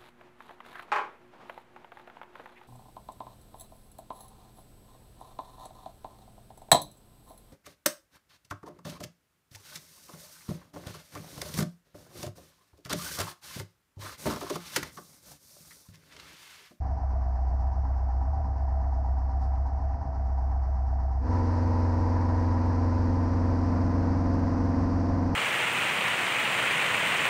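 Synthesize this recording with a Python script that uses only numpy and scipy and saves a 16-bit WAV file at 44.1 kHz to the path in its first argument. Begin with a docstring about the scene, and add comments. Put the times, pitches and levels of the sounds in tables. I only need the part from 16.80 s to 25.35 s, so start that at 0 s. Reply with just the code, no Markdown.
"""Piston helicopter, open cockpit

An eight-cylinder engine is heard from just in front of the seats. At idle, unequal firings give a
lopping, stumbling exhaust boom, impacts ring the casing, the valve train hisses and gear rustles.
The scene then changes to a faster, fuller run on a field: periodic firings make a line spectrum and a
rasp, and the turbulent wash of the rotor slowly grows as it takes up load."""
import sys
import numpy as np
from scipy import signal
from scipy.fft import rfft, irfft
from scipy.io import wavfile

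SR = 44100
rng = np.random.default_rng(int(sys.argv[2]) if len(sys.argv) > 2 else 0)


def inscribe(sig):
    """Save sig as 16-bit PCM at rate SR to the path in sys.argv[1].

    A 1-D sig is mono; a 2-D sig holds one channel per row.
    Samples are clipped to [-1, 1] before scaling.
    """
    pcm = np.round(np.clip(np.atleast_2d(sig).T, -1, 1) * 32767)
    wavfile.write(sys.argv[1], SR, pcm.astype(np.int16))


N = 377055
T = np.arange(N) / SR

# gear handled in the cabin: centre_s, length_s, level_db
GEAR_RUSTLES = [(.81, 0.047, -74), (2.618, 0.023, -69), (2.647, 0.045, -67), (2.876, 0.036, -72),
                (3.47, 0.046, -74)]
# spectral envelopes of the noises, as relative densities: frequency_hz, level_db
RUSTLE_SPECTRUM = [(2000, -16), (3500, -11), (5200, 2.5), (7000, -11.5), (9500, -18), (13000, -31)]
TAPPET_SPECTRUM = [(3800, -10.5), (5300, 7), (7000, -7.5), (9000, -10.5), (11500, -27), (14000, -39)]
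VALVE_SPECTRUM = [(1760, -30.5), (3000, -14.5), (3600, -18), (4420, -4), (5320, -1.5), (6000, -3.5),
                  (7020, -19.5), (9130, -29), (15400, -120)]
CLATTER_SPECTRUM = [(500, -27.5), (700, 17.5), (1100, -9), (1400, -7), (1850, -9.5), (2300, -17.5),
                    (3000, -25), (4000, -46)]
RUMBLE_SPECTRUM = [(15, -23.5), (30, -7.5), (50, -5.5), (75, 1), (100, -1.5), (125, -6), (150, -15),
                   (185, -7), (220, -17), (270, -10), (320, -19), (420, -24), (580, -21), (900, -23.5)]
RUN_HISS_SPECTRUM = [(1500, -30), (2400, -5), (3130, -13), (3520, -14), (4600, -2), (5000, -2), (5840, -4),
                     (7020, -17), (8300, -21), (9500, -28), (11300, -41), (12800, -39), (14500, -48)]
WASH_SPECTRUM = [(8, -8), (35, -3), (60, 1), (100, 1), (130, -7.5), (170, -1.5), (260, -3.5), (330, -8),
                 (400, -13.5), (650, -11.5), (1000, -14.5), (1600, -22.5), (3000, -45.5)]
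BARK_SPECTRUM = [(250, -17), (340, -1.5), (400, -9), (480, -1), (580, -9), (660, -6), (780, -3.5),
                 (900, -4), (1000, -3.5), (1120, -9), (1400, -12.5), (1900, -16.5), (2400, -28),
                 (3200, -46)]
# slow hunting of the idle: time_s, firing_rate_hz
IDLE_FIRING_RATE = [(0, 67.24), (0.65, 62.81), (1, 66.0), (1.3, 63.53), (1.8, 66.93), (2.3, 64.72),
                    (2.9, 66.47), (3.5, 65.46)]
# the idle races briefly, then runs weak: centre_s, extra_rate_hz, boom_loss_db
IDLE_SURGES = [(1.57, 8.67, 2.5), (3.2, 3.8, 5)]
# the cylinders at idle, in firing order: boom_db, lateness_firings
FIRING_ORDER = [(3, -0.011), (2, 0.056), (1.5, -0.067), (2.7, -0.019), (1.3, -0.058), (-2.5, 0.12),
                (3.4, -0.00062), (0.5, 0.095)]
# brief dips of the boom: time_s, boom_loss_db
BOOM_DIPS = [(.197, 20), (0.579, 3.5), (.94, 7), (1.785, 8), (2.51, 5), (2.904, 15), (2.995, 16),
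             (3.17, 11), (3.24, 18), (3.35, 3)]
# modes of the engine casing: pitch_hz, bandwidth_hz, gain_db
CASING_MODES = [(659.6, 12, 24.5), (710, 36, 8), (775.7, 11, 21.5), (815, 29, -12.5), (900, 110, -15)]
# modes of the thin engine covers: pitch_hz, bandwidth_hz, gain_db
COVER_MODES = [(960, 52, 6), (1050, 140, -11.5), (1130, 93, -6.5), (1310, 5.7, 1), (1480, 40, -13.5),
               (1690, 100, -22.5)]
# knocks of one engine cycle: place_firings, pitch_hz, gain_db
CYCLE_KNOCKS = [(.4, 691, -4), (1.3, 749, -3.5), (3.0, 950, -8), (3.4, 785, -1), (4.099, 973, -8),
                (4.351, 787, -1.5), (5.449, 722, -3.5), (6.2, 1005, -10.5), (6.45, 787, -3), (7.3, 761, -3),
                (7.549, 667.5, -4)]
# moments when the knocks change in force, nearly all harder: time_s, gain_db
KNOCK_ACCENTS = [(0.236, 4.5), (0.58, 1), (1.044, 4.5), (1.29, 6.5), (1.416, 6), (1.535, 7.5), (1.565, 8),
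                 (1.595, 5.5), (1.647, 7), (1.944, 5), (2.066, 6), (2.25, 3), (2.558, 2), (2.737, 4.5),
                 (2.861, 4.5), (3.041, 3.5), (3.276, -2)]
# upward creep of the fast run: time_s, firing_rate_hz
RUN_FIRING_RATE = [(4.4, 88.87), (6.3, 89.83), (7.3, 90.12), (7.8, 90.6), (8.55, 90.9)]
# lines of the fast run, the fractional ones drive-train hums: crank_multiple, light_db, loaded_db
ENGINE_ORDERS = [(1.47, -18, -15), (2, -16, -15), (2.73, -23, -18), (2.87, -26, -20), (3, -15, -16),
                 (4, 0, 0), (4.27, -28, -26), (4.73, -28, -22), (5, -17, -15), (7, -25, -11),
                 (7.27, -28, -21), (8, -18, -14), (9, -22, -9), (10, -14, -13), (10.73, -23, -21),
                 (11, -.3, -2.5), (12, -7.5, -3), (13, -15, -13), (14, -7.5, -10.5), (15, -17, -20),
                 (16, -21, -25), (17, -22, -22), (18, -23, -30), (20, -20, -24), (21, -14, -16),
                 (22, -16, -24), (23, -21, -27), (24, -14, -18), (25, -27, -22), (26, -23, -30),
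                 (27, -20, -23), (29, -15, -25), (30, -25, -19), (31, -26, -21), (32, -32, -24),
                 (33, -21, -30), (34, -16, -26), (35, -18, -24), (36, -21, -32), (38, -16, -29),
                 (39, -20, -28), (40, -12, -23), (41, -18, -25), (42, -20, -27), (43, -19, -30),
                 (44, -12, -25), (45, -15, -19), (47, -26, -26), (48, -23, -34)]

CYLINDER_COUNT = len(FIRING_ORDER)
EQUAL_DB = np.zeros(CYLINDER_COUNT)  # cylinders of equal strength
CHANGE_S, CROSSFADE_S = 4.455, 0.14  # the idle gives way to the fast run
LOAD_START_S, LOAD_RISE_S = 5.47, 1.68  # the rotor takes up load


def amp(db):
    """Amplitude ratio of a level in decibels."""
    return 10 ** (np.asarray(db) / 20)


def unit(x):
    """Normalisation to rms 1."""
    return x / np.sqrt(np.mean(x ** 2) + 1e-20)


def curve(rows):
    """Linear interpolation of a timed table at every sample."""
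    return np.interp(T, *np.transpose(rows))


def bump(offset_s, width_s):
    """Gaussian pulse that falls to 1/e at width_s from its centre."""
    return np.exp(-(offset_s / width_s) ** 2)


def noise():
    """Gaussian white noise."""
    return rng.standard_normal(N)


def wander(hz):
    """Low-pass noise: a random fluctuation of rms 1."""
    f = np.fft.rfftfreq(N, 1 / SR)
    return unit(irfft(rfft(noise()) / (1 + (f / hz) ** 4), N))


def colour(x, spectrum):
    """Minimum-phase filtering imposes a spectral envelope; the result has rms 1."""
    size = 8192
    hz, db = np.transpose(spectrum)
    log_hz = np.log(np.fft.rfftfreq(size, 1 / SR) + 1)
    outside = abs(log_hz - np.clip(log_hz, np.log(hz[0]), np.log(hz[-1])))
    gain_db = np.interp(log_hz, np.log(hz), db) - 40 * outside
    log_gain = np.log(amp(np.maximum(gain_db, -100)))
    log_transfer = signal.hilbert(np.r_[log_gain, log_gain[-2:0:-1]]).conj()
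    response = np.fft.ifft(np.exp(log_transfer)).real
    return unit(signal.oaconvolve(x, response[:size // 2])[:N])


def band(x, edges_hz):
    """Butterworth band-pass filter."""
    return signal.sosfilt(signal.butter(4, edges_hz, "band", fs=SR, output="sos"), x)


def resonate(x, hz, width_hz):
    """A damped resonator with unit gain at its peak."""
    r = np.exp(-np.pi * width_hz / SR)
    return 2 * signal.lfilter([1 - r], [1, -r * np.exp(2j * np.pi * hz / SR)], x).real


def ring(force, modes, edges_hz):
    """Modal superposition: a metal part responds as a sum of resonances, here scaled to rms 1."""
    return unit(band(sum(amp(db) * resonate(force, hz, width) for hz, width, db in modes), edges_hz))


def firings(fired, sizes_db, scatter_db, decay_s, rough):
    """Pulse train: at each whole count of fired, a cylinder's own burst mixes with fresh turbulence."""
    onsets = np.flatnonzero(np.diff(np.floor(fired)) > 0)
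    cylinder = np.floor(fired[onsets + 1]).astype(int) % len(sizes_db)
    size = amp(np.asarray(sizes_db)[cylinder] + scatter_db * rng.standard_normal(len(onsets)))
    t = np.arange(1024) / SR
    own = rng.standard_normal((len(sizes_db), len(t)))
    fresh = rng.standard_normal((len(onsets), len(t)))
    shapes = np.sqrt(1 - rough) * own[cylinder] + np.sqrt(rough) * fresh  # rough is a share of power
    bursts = shapes * np.exp(-t / decay_s) * size[:, None]
    return np.bincount((onsets[:, None] + np.arange(len(t))).ravel(), bursts.ravel(), N)[:N]


def shudder(fired, start_firings=2.86, rise_firings=1.6):
    """Damped response to the heaviest knock of each cycle, 0-1: quick rise, slow fall."""
    age = (fired - start_firings) % CYLINDER_COUNT / rise_firings
    return age * np.exp(1 - age)


def rustles():
    """Friction of handled gear gives brief, soft scrapes of grainy noise."""
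    envelope = sum(amp(db) * bump(T - s, length / 2) for s, length, db in GEAR_RUSTLES)
    grains = noise() * amp(1.5 * wander(hz=400))
    return envelope * colour(grains, RUSTLE_SPECTRUM)


def tappets(fired):
    """Small impacts in the valve gear, four to a firing, are loudest while the engine shudders."""
    ticks = firings(4 * fired, EQUAL_DB, scatter_db=2.5, decay_s=.0025, rough=1)
    return amp(-79) * colour(ticks * amp(5 * shudder(fired - .5)), TAPPET_SPECTRUM)


def valve_hiss(fired):
    """Amplitude modulation: valve noise swells with each cycle and throbs with its two crank turns."""
    swell = np.cos(2 * np.pi * (fired - 4.9) / CYLINDER_COUNT)
    throb = np.cos(2 * np.pi * 2 * (fired - 4.6) / CYLINDER_COUNT)
    level_db = -72 + 1.3 * swell + .9 * throb + .5 * wander(hz=25)
    return amp(level_db) * colour(noise(), VALVE_SPECTRUM)


def clatter(fired):
    """Irregular taps over steady noise, modulated in amplitude by the shudder."""
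    taps = firings(fired - .62, EQUAL_DB, scatter_db=3, decay_s=.012, rough=.93)
    level_db = -50.5 + 1.7 * (shudder(fired) - 1)
    return amp(level_db) * colour(unit(taps) + noise(), CLATTER_SPECTRUM)


def rumble(fired, weak_db):
    """Turbulent exhaust pulses give low noise that sputters louder when the engine runs weak."""
    puffs = firings(fired, EQUAL_DB, scatter_db=.5, decay_s=.015, rough=.73)
    return amp(-41.5 + .59 * weak_db) * colour(puffs, RUMBLE_SPECTRUM)


def cover_rattle(fired):
    """Forced vibration of the thin covers, swelling with the shudder once a cycle."""
    buzz = unit(firings(fired, EQUAL_DB, scatter_db=.5, decay_s=.033, rough=.5))
    return ring(buzz * amp(3.9 * shudder(fired)), COVER_MODES, edges_hz=(836, 1980))


def casing_ring(fired, lag_firings=.32):
    """Impulse excitation: a blow after every firing keeps the casing modes ringing."""
    blows = firings(fired - lag_firings, EQUAL_DB, scatter_db=1, decay_s=.0022, rough=.3)
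    return ring(blows, CASING_MODES, edges_hz=(644, 1090))


def chug(fired, rise_s=.001, decay_s=.008, jitter_s=.0002, scatter_db=1.2, detune=.012):
    """Free vibration: each knock of a repeating round rings its own part as a damped sinusoid."""
    t = np.arange(2048) / SR
    out = np.zeros(N + len(t))
    envelope = (1 - np.exp(-t / rise_s)) * np.exp(-t / decay_s)
    for cycle in range(36):
        for place, hz, db in CYCLE_KNOCKS:
            late, strong, sharp = rng.standard_normal(3)
            start_s = np.interp(cycle * CYLINDER_COUNT + place, fired, T) + jitter_s * late
            accent_db = sum(gain * bump(start_s - s, .01) for s, gain in KNOCK_ACCENTS)
            size = amp(-33.5 + db + accent_db + scatter_db * strong)
            tone = np.sin(2 * np.pi * hz * (1 + detune * sharp) * t)
            out[max(round(start_s * SR), 0):][:len(t)] += size * envelope * tone
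    return band(out[:N], edges_hz=(620, 1250))


def idle_boom(fired, weak_db):
    """The muffler, an acoustic low-pass, rounds unequal firings into a loping near-sinusoid."""
    slots = np.arange(CYLINDER_COUNT) + .47
    strength_db, late = (np.interp(fired, slots, column, period=CYLINDER_COUNT)
                         for column in np.transpose(FIRING_ORDER))
    stumble_db = sum(db * bump(T - s, .011) for s, db in BOOM_DIPS)
    level_db = -28 + strength_db - weak_db - stumble_db + .17 * wander(hz=25)
    boom = np.sqrt(2) * amp(level_db) * np.cos(2 * np.pi * (fired - late))
    return signal.sosfilt(signal.butter(4, 135, fs=SR, output="sos"), boom)


def idle():
    """Synchronous sources: one running count of firings times every sound of the idling engine."""
    racing_hz = sum(extra * bump(T - s, .075) for s, extra, _ in IDLE_SURGES)
    fired = np.cumsum(curve(IDLE_FIRING_RATE) + racing_hz) / SR
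    weak_db = sum(db * bump(T - s - .081, .13) for s, _, db in IDLE_SURGES)
    weak_db += 3.5 * np.exp(-(T / .25) ** 4)  # the idle also begins weak, and recovers
    noises = rumble(fired, weak_db) + clatter(fired) + valve_hiss(fired)
    metal = amp(-48.5 - .05 * racing_hz) * (casing_ring(fired) + amp(-4.5) * cover_rattle(fired))
    return noises + metal + chug(fired) + idle_boom(fired, weak_db) + tappets(fired)


def run_hiss():
    """High-frequency noise with a slight random amplitude modulation."""
    return amp(-59) * colour(noise(), RUN_HISS_SPECTRUM) * amp(.5 * wander(hz=40))


def rotor_wash(load):
    """Turbulence in the air driven by the rotor radiates low, gusty noise that grows with load."""
    gusts = noise() * amp(.74 * wander(hz=13))
    return amp(-40 + 4 * load) * colour(gusts, WASH_SPECTRUM)


def bark(fired, load):
    """Turbulent bursts rasp at the firing rate; the four of each crank turn differ in strength."""
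    rasp = firings(fired, [.53, -.5, .59, -1.4], scatter_db=.5, decay_s=.018, rough=.7)
    return amp(-41 - 1.5 * load) * colour(rasp, BARK_SPECTRUM)


def engine_lines(crank_turns, load, flutter_hz=20, dispersion_cycles=.14):
    """Periodic exhaust flow and drive-train hum form a line spectrum, reshaped by load."""
    boom_db = -25.5 - 1.5 * np.maximum(T - 6, 0)  # the boom recedes from 6 s on
    drone_db = -34.5 + 3.5 * load  # the drone of the pipe grows
    out, step = np.zeros(N), SR // flutter_hz
    for order, light_db, loaded_db in ENGINE_ORDERS:
        base_db = boom_db if order < 6 else drone_db
        level_db = (base_db + light_db + load * (loaded_db - light_db))[::step]
        flutter_db = 2 * order / 40 * rng.standard_normal(len(level_db))  # high lines flutter most
        envelope = np.interp(T, T[::step], np.sqrt(2) * amp(level_db + flutter_db))
        # dispersion: the pipe delays higher lines more, spreading its ring over the crank turn
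        phase_cycles = order * crank_turns - dispersion_cycles * order ** 2
        out += envelope * np.cos(2 * np.pi * phase_cycles)
    return out


def fast_run():
    """Superposition of engine tones and broadband noise as the rotor takes up load."""
    firing_hz = curve(RUN_FIRING_RATE) * (1 + .001178 * wander(hz=9))
    fired = np.cumsum(firing_hz) / SR
    load = np.clip((T - LOAD_START_S) / LOAD_RISE_S, 0, 1)
    return engine_lines(fired / 4, load) + bark(fired, load) + rotor_wash(load) + run_hiss()


def scene():
    """A quick crossfade joins the idle to the fast run."""
    blend = np.clip((T - CHANGE_S) / CROSSFADE_S + .5, 0, 1)
    return (np.sqrt(1 - blend) * (idle() + rustles()) + blend * fast_run())[None]


def record(dry):
    """Short fades soften the ends, and a linear-phase low-pass limits the band to 15 kHz."""
    fades = np.clip(np.minimum(T, T[-1] - T) / .004, 0, 1)
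    low_pass = signal.firwin(511, 15000, window=("kaiser", 9), fs=SR)
    return signal.oaconvolve(dry * fades, low_pass[None], "same")


dry = scene()
out = record(dry)
inscribe(out)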